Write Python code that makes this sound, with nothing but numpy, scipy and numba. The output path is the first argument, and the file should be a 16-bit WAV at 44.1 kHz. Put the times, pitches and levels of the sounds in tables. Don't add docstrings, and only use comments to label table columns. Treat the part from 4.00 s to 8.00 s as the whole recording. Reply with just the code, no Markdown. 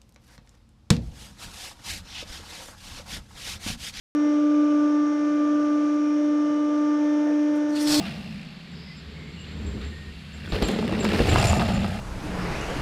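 import sys
import numpy as np
from scipy import signal
from scipy.fft import rfft, irfft
from scipy.io import wavfile
from scipy.ndimage import uniform_filter1d, map_coordinates
from numba import njit

SR = 44100
rng = np.random.default_rng(int(sys.argv[2]) if len(sys.argv) > 2 else 0)


def dump_mix(stems):
    frames = np.atleast_2d(stems).T
    limited = np.clip(frames, -1, 1)
    pcm = np.round(limited * 32767).astype(np.int16)
    wavfile.write(sys.argv[1], SR, pcm)


N = 176400
START_S, STROKES_PER_TURN = .15, 12

# t/s, f/Hz
STROKE_RATE = [(0, 296.5), (1.9, 296.6), (2.4, 297.3), (4, 297.3)]
def stroke_phase():
    hz = curve(STROKE_RATE) * (1 + .0007 * walk(12))
    return 2 * np.pi * np.cumsum(hz) / SR


# t/s, level/dB
HUM = [(0.17, -20.5), (0.54, -19), (0.94, -20), (1.18, -23), (1.48, -21), (2.8, -22), (3.45, -20.5),
       (3.77, -24), (3.99, -20)]
# t/s, then level/dB for each of harmonics 2 to 7
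OVERTONES = [(0.17, -43, -56, -40.5, -52, -49, -61), (0.26, -36.5, -54.5, -41, -55, -51, -50),
             (0.5, -37, -56.5, -38.5, -54, -71, -67.5), (0.83, -36, -51.5, -37, -47, -64, -69),
             (0.97, -40, -47.5, -38, -51.5, -51, -64), (1.05, -42, -68, -35.5, -52, -53, -58),
             (1.16, -38, -52.5, -42.5, -52, -52.5, -52.5), (1.29, -37, -64, -38, -49.5, -49.5, -60),
             (1.36, -36.5, -62, -40, -48.5, -56, -52.5), (1.42, -37, -60.5, -36, -56, -51, -70.5),
             (1.6, -36, -60, -36.5, -47.5, -56.5, -68.5), (2.13, -41, -54, -41, -57, -59, -59.5),
             (2.21, -34, -58.5, -47.5, -59, -55.5, -58), (2.4, -40, -53.5, -39.5, -59.5, -53.5, -58.5),
             (2.72, -35, -50, -39.5, -60.5, -56.5, -59.5), (2.9, -40, -44.5, -38, -62, -52.5, -57.5),
             (2.96, -41.5, -48.5, -38, -48.5, -52, -58), (3.02, -36.5, -41.5, -52, -66, -51, -61),
             (3.08, -37, -50, -44.5, -66, -47.5, -55.5), (3.22, -35.5, -42.5, -50, -55, -51, -58),
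             (3.4, -38, -50.5, -51, -64, -49.5, -58.5), (3.55, -35, -47.5, -50.5, -52.5, -51.5, -58),
             (3.75, -38.5, -46.5, -52, -54, -49, -62)]
OVERTONE_TRIM = [0.96, 1, 0.86, 0.14, -0.014, -0.29]
# harmonic, level/dB
WHINE = [(8, -62), (9, -70.5), (10, -66.5), (11, -75), (12, -66.5), (13, -73), (15, -72.5), (17, -77.5),
         (18, -66.5), (20, -72), (21, -73), (22, -71), (23, -78.5), (26, -83), (28, -82.5), (29, -86),
         (31, -84), (32, -79.5)]
# t/s, level/dB
WHISTLE = [(.32, -56), (.44, -65), (.95, -61), (1.12, -56.5), (1.3, -65), (1.9, -62.5), (2.07, -56),
           (2.33, -62), (3.7, -61.5)]
# multiple of the shaft rate, level/dB
SIDEBANDS = [(10, -58.5), (11, -59), (13, -49.5), (20, -55), (23, -64.5), (35, -58), (37, -57.5), (47, -64),
             (58.6, -59.5), (83, -69), (85, -66.5)]
def pump(phase):
    def partial(multiple, db):
        return np.sqrt(2) * undb(db) * np.sin(multiple * phase + 2 * np.pi * rng.random())
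    flutter_db, whine_waver_db, sideband_waver_db = .49, 3, 3.5
    tone = partial(1, curve(HUM) + flutter_db * walk(30))
    for column, trim_db in enumerate(OVERTONE_TRIM, start=1):
        tone += partial(column + 1, curve(OVERTONES, column) + trim_db + flutter_db * walk(25))
    for harmonic, db in WHINE:
        tone += partial(harmonic, db + whine_waver_db * walk(5.99))
    tone += partial(19, curve(WHISTLE))
    for multiple, db in SIDEBANDS:
        tone += partial(multiple / STROKES_PER_TURN, db + sideband_waver_db * walk(9))
    return tone


# t/s, level/dB
SPATTER = [(3.8, -58), (3.858, -44), (3.876, -25.5), (3.893, -31), (3.917, -26), (3.937, -24.5),
           (3.97, -29), (4, -30.5)]
# f/Hz, relative level/dB
SPATTER_COLOUR = [(300, -2.5), (700, -0.5), (1200, -8), (1600, -2), (2000, -10.5), (2600, -4.5),
                  (3200, -1.5), (4300, 2), (5200, 2.5), (5800, -2), (6400, -7.5), (8000, -3.5),
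                  (10000, -11.5), (12500, -14.5), (14000, -14), (15500, -27)]
def spatter():
    impacts = drops(6000, spread_db=3.5)
    clumps = undb(1.5 * walk(200))
    return colour(impacts * clumps, SPATTER_COLOUR) * swell(SPATTER)


# t/s, level/dB
JET = [(3.71, -57), (3.748, -51), (3.76, -39), (3.783, -43), (3.812, -36.5), (3.835, -40), (3.852, -39.5),
       (3.9, -34.5), (4, -33.5)]
# f/Hz, relative level/dB
JET_COLOUR = [(1200, -10), (1800, -2), (2300, -5.5), (2900, -4), (4500, -1.5), (6500, -7.5), (8000, -5),
              (10000, -12), (12000, -17), (15500, -27)]
# t/s, f/Hz
GAP_RESONANCE = [(3.765, 4300), (3.793, 3430), (3.803, 5300), (3.84, 5600), (3.92, 4700), (4, 4200)]
def jet():
    fizz = colour(drops(7000, spread_db=3.2), JET_COLOUR)
    gap = cavity(drops(6000, spread_db=3), curve(GAP_RESONANCE), width_hz=1100)
    return (fizz + undb(-.5) * gap) * swell(JET)


# f/Hz, relative level/dB
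MIST_COLOUR = [(5000, -22), (7500, -9), (9300, 5), (12000, -10), (13500, -3), (15500, -17)]
def mist():
    return colour(drops(9000, spread_db=2.4), MIST_COLOUR) * bump(at=3.825, half_s=.018, db=-41.5)


# t/s, level/dB
PULP = [(3.68, -62), (3.75, -55), (3.8, -60), (3.9, -55), (3.925, -45), (3.96, -47), (4, -37)]
# f/Hz, relative level/dB
PULP_COLOUR = [(25, -18), (60, -13), (105, 9), (150, -8), (250, -8), (500, -32)]
def pulp():
    return colour(drops(700, spread_db=2), PULP_COLOUR) * swell(PULP)


# t/s, half-length/s, f/Hz, width/Hz, level/dB
SQUELCHES = [(3.283, 0.028, 1760, 300, -48), (3.292, .018, 676, 80, -40), (3.312, .02, 473, 70, -38.5),
             (3.32, 0.011, 2400, 600, -53), (3.701, .007, 5600, 1400, -48.5), (3.776, .007, 2760, 900, -45)]
def squelches():
    return sum(cavity(drops(1500, spread_db=3), hz, width_hz) * bump(at, half_s, db)
               for at, half_s, hz, width_hz, db in SQUELCHES)


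# t/s, half-length/s, level/dB
SPITS = [(3.415, .02, -76), (3.567, .011, -56.5), (3.628, .012, -71), (3.7, .009, -61), (3.732, .007, -62)]
# f/Hz, relative level/dB
SPIT_COLOUR = [(1500, -20), (4000, -3), (6500, 1), (9000, 0), (11500, -9), (14000, -8), (15500, -16)]
def spits():
    return colour(drops(6000, spread_db=3), SPIT_COLOUR) * sum(bump(*row) for row in SPITS)


# f/Hz, relative level/dB
OIL_COLOUR = [(30, -25), (70, -21.5), (120, -12.5), (175, -2.5), (205, -6), (260, 3), (330, 4), (410, -6.5),
              (500, 3), (640, 1.5), (720, -8), (1000, -9.5), (1250, -7), (1600, -8), (1780, -11.5),
              (1900, -18), (2100, -15), (2400, -14), (2800, -18), (3100, -15.5), (3600, -20), (4400, -24.5),
              (5400, -18.5), (6400, -19), (7200, -32), (8800, -37), (11300, -43), (12500, -50),
              (15500, -57.5)]
def oil(phase):
    rush_db, rattle_db, waver_db, pulse_depth = -41.5, -48.5, .62, .33
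    rush = colour(rng.standard_normal(N) * (1 + pulse_depth * np.sin(phase)), OIL_COLOUR)
    turn_samples = int(SR * STROKES_PER_TURN / STROKE_RATE[0][1])
    one_turn = rng.standard_normal(turn_samples)
    position = phase / (2 * np.pi * STROKES_PER_TURN) % 1 * turn_samples
    rattle = colour(map_coordinates(one_turn, [position], mode="grid-wrap"), OIL_COLOUR)
    return undb(rush_db + waver_db * walk(10.03)) * rush + undb(rattle_db) * rattle


# t/s, half-length/s, f/Hz, width/Hz, level/dB
VALVE_SINGING = [(.7, 0.096, 2965, 30, -58), (.65, 0.16, 2400, 220, -57.5), (2.07, .07, 2400, 160, -54.5),
                 (1.15, .08, 7750, 250, -77), (2.17, .08, 8600, 350, -75), (2.13, .11, 9510, 60, -79)]
def valve_singing():
    return sum(cavity(rng.standard_normal(N), hz, width_hz) * bump(at, half_s, db)
               for at, half_s, hz, width_hz, db in VALVE_SINGING)


def steel_reflections(splash, decay_s=.012, wet_db=-6):
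    t = np.arange(SR // 4) / SR
    tail = rng.standard_normal(len(t)) * np.exp(-t / decay_s)
    reflected = signal.fftconvolve(splash, tail / np.linalg.norm(tail))[:N]
    wet = undb(wet_db)
    return (splash + wet * reflected) / np.hypot(1, wet)


def cavity(x, hz, width_hz):
    hz, width_hz = hz * np.ones(N), float(width_hz)
    return unit(resonate(resonate(x, hz, width_hz), hz, width_hz))


@njit
def resonate(x, hz, width_hz):
    y, band_state, low_state = np.empty(len(x)), 0., 0.
    for i in range(len(x)):
        g, damping = np.tan(np.pi * hz[i] / SR), width_hz / hz[i]
        band = (band_state + g * (x[i] - low_state)) / (1 + g * (g + damping))
        band_state = 2 * band - band_state
        low_state += 2 * g * band
        y[i] = damping * band
    return y


def drops(per_s, spread_db):
    size = undb(spread_db * np.clip(rng.standard_normal(N), -2, 2))
    hits = rng.random(N) < per_s / SR
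    return unit(hits * size * np.sign(rng.standard_normal(N)))


def colour(x, points):
    hz, db = np.array(points).T
    f = np.maximum(np.fft.rfftfreq(N, 1 / SR), 1)
    gain = undb(np.interp(np.log(f), np.log(hz), db))
    return unit(irfft(rfft(x) * gain, N))


def walk(per_s):
    hold = int(SR / per_s)
    steps = np.repeat(rng.standard_normal(N // hold + 1), hold)
    return unit(uniform_filter1d(uniform_filter1d(steps, hold), hold)[:N])


def curve(rows, column=1):
    rows = np.array(rows)
    return np.interp(np.arange(N) / SR, rows[:, 0], rows[:, column])


def swell(rows):
    return undb(curve(rows)) * (np.arange(N) / SR >= rows[0][0])


def bump(at, half_s, db):
    return undb(db) * np.exp(-.5 * ((np.arange(N) / SR - at) / half_s) ** 2)


def undb(db):
    return 10 ** (np.asarray(db) / 20)


def unit(x):
    return x / np.sqrt(np.mean(x ** 2))


def scene():
    phase = stroke_phase()
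    press = pump(phase) + oil(phase) + valve_singing()
    squeeze = squelches() + spits()
    burst = steel_reflections(jet() + mist() + spatter()) + pulp()
    running = np.arange(N) / SR >= START_S
    return (running * (press + squeeze + burst))[None]


def record(dry):
    return signal.sosfilt(signal.ellip(10, .2, 80, 15500, fs=SR, output="sos"), dry)


dry = scene()
out = record(dry)
dump_mix(out)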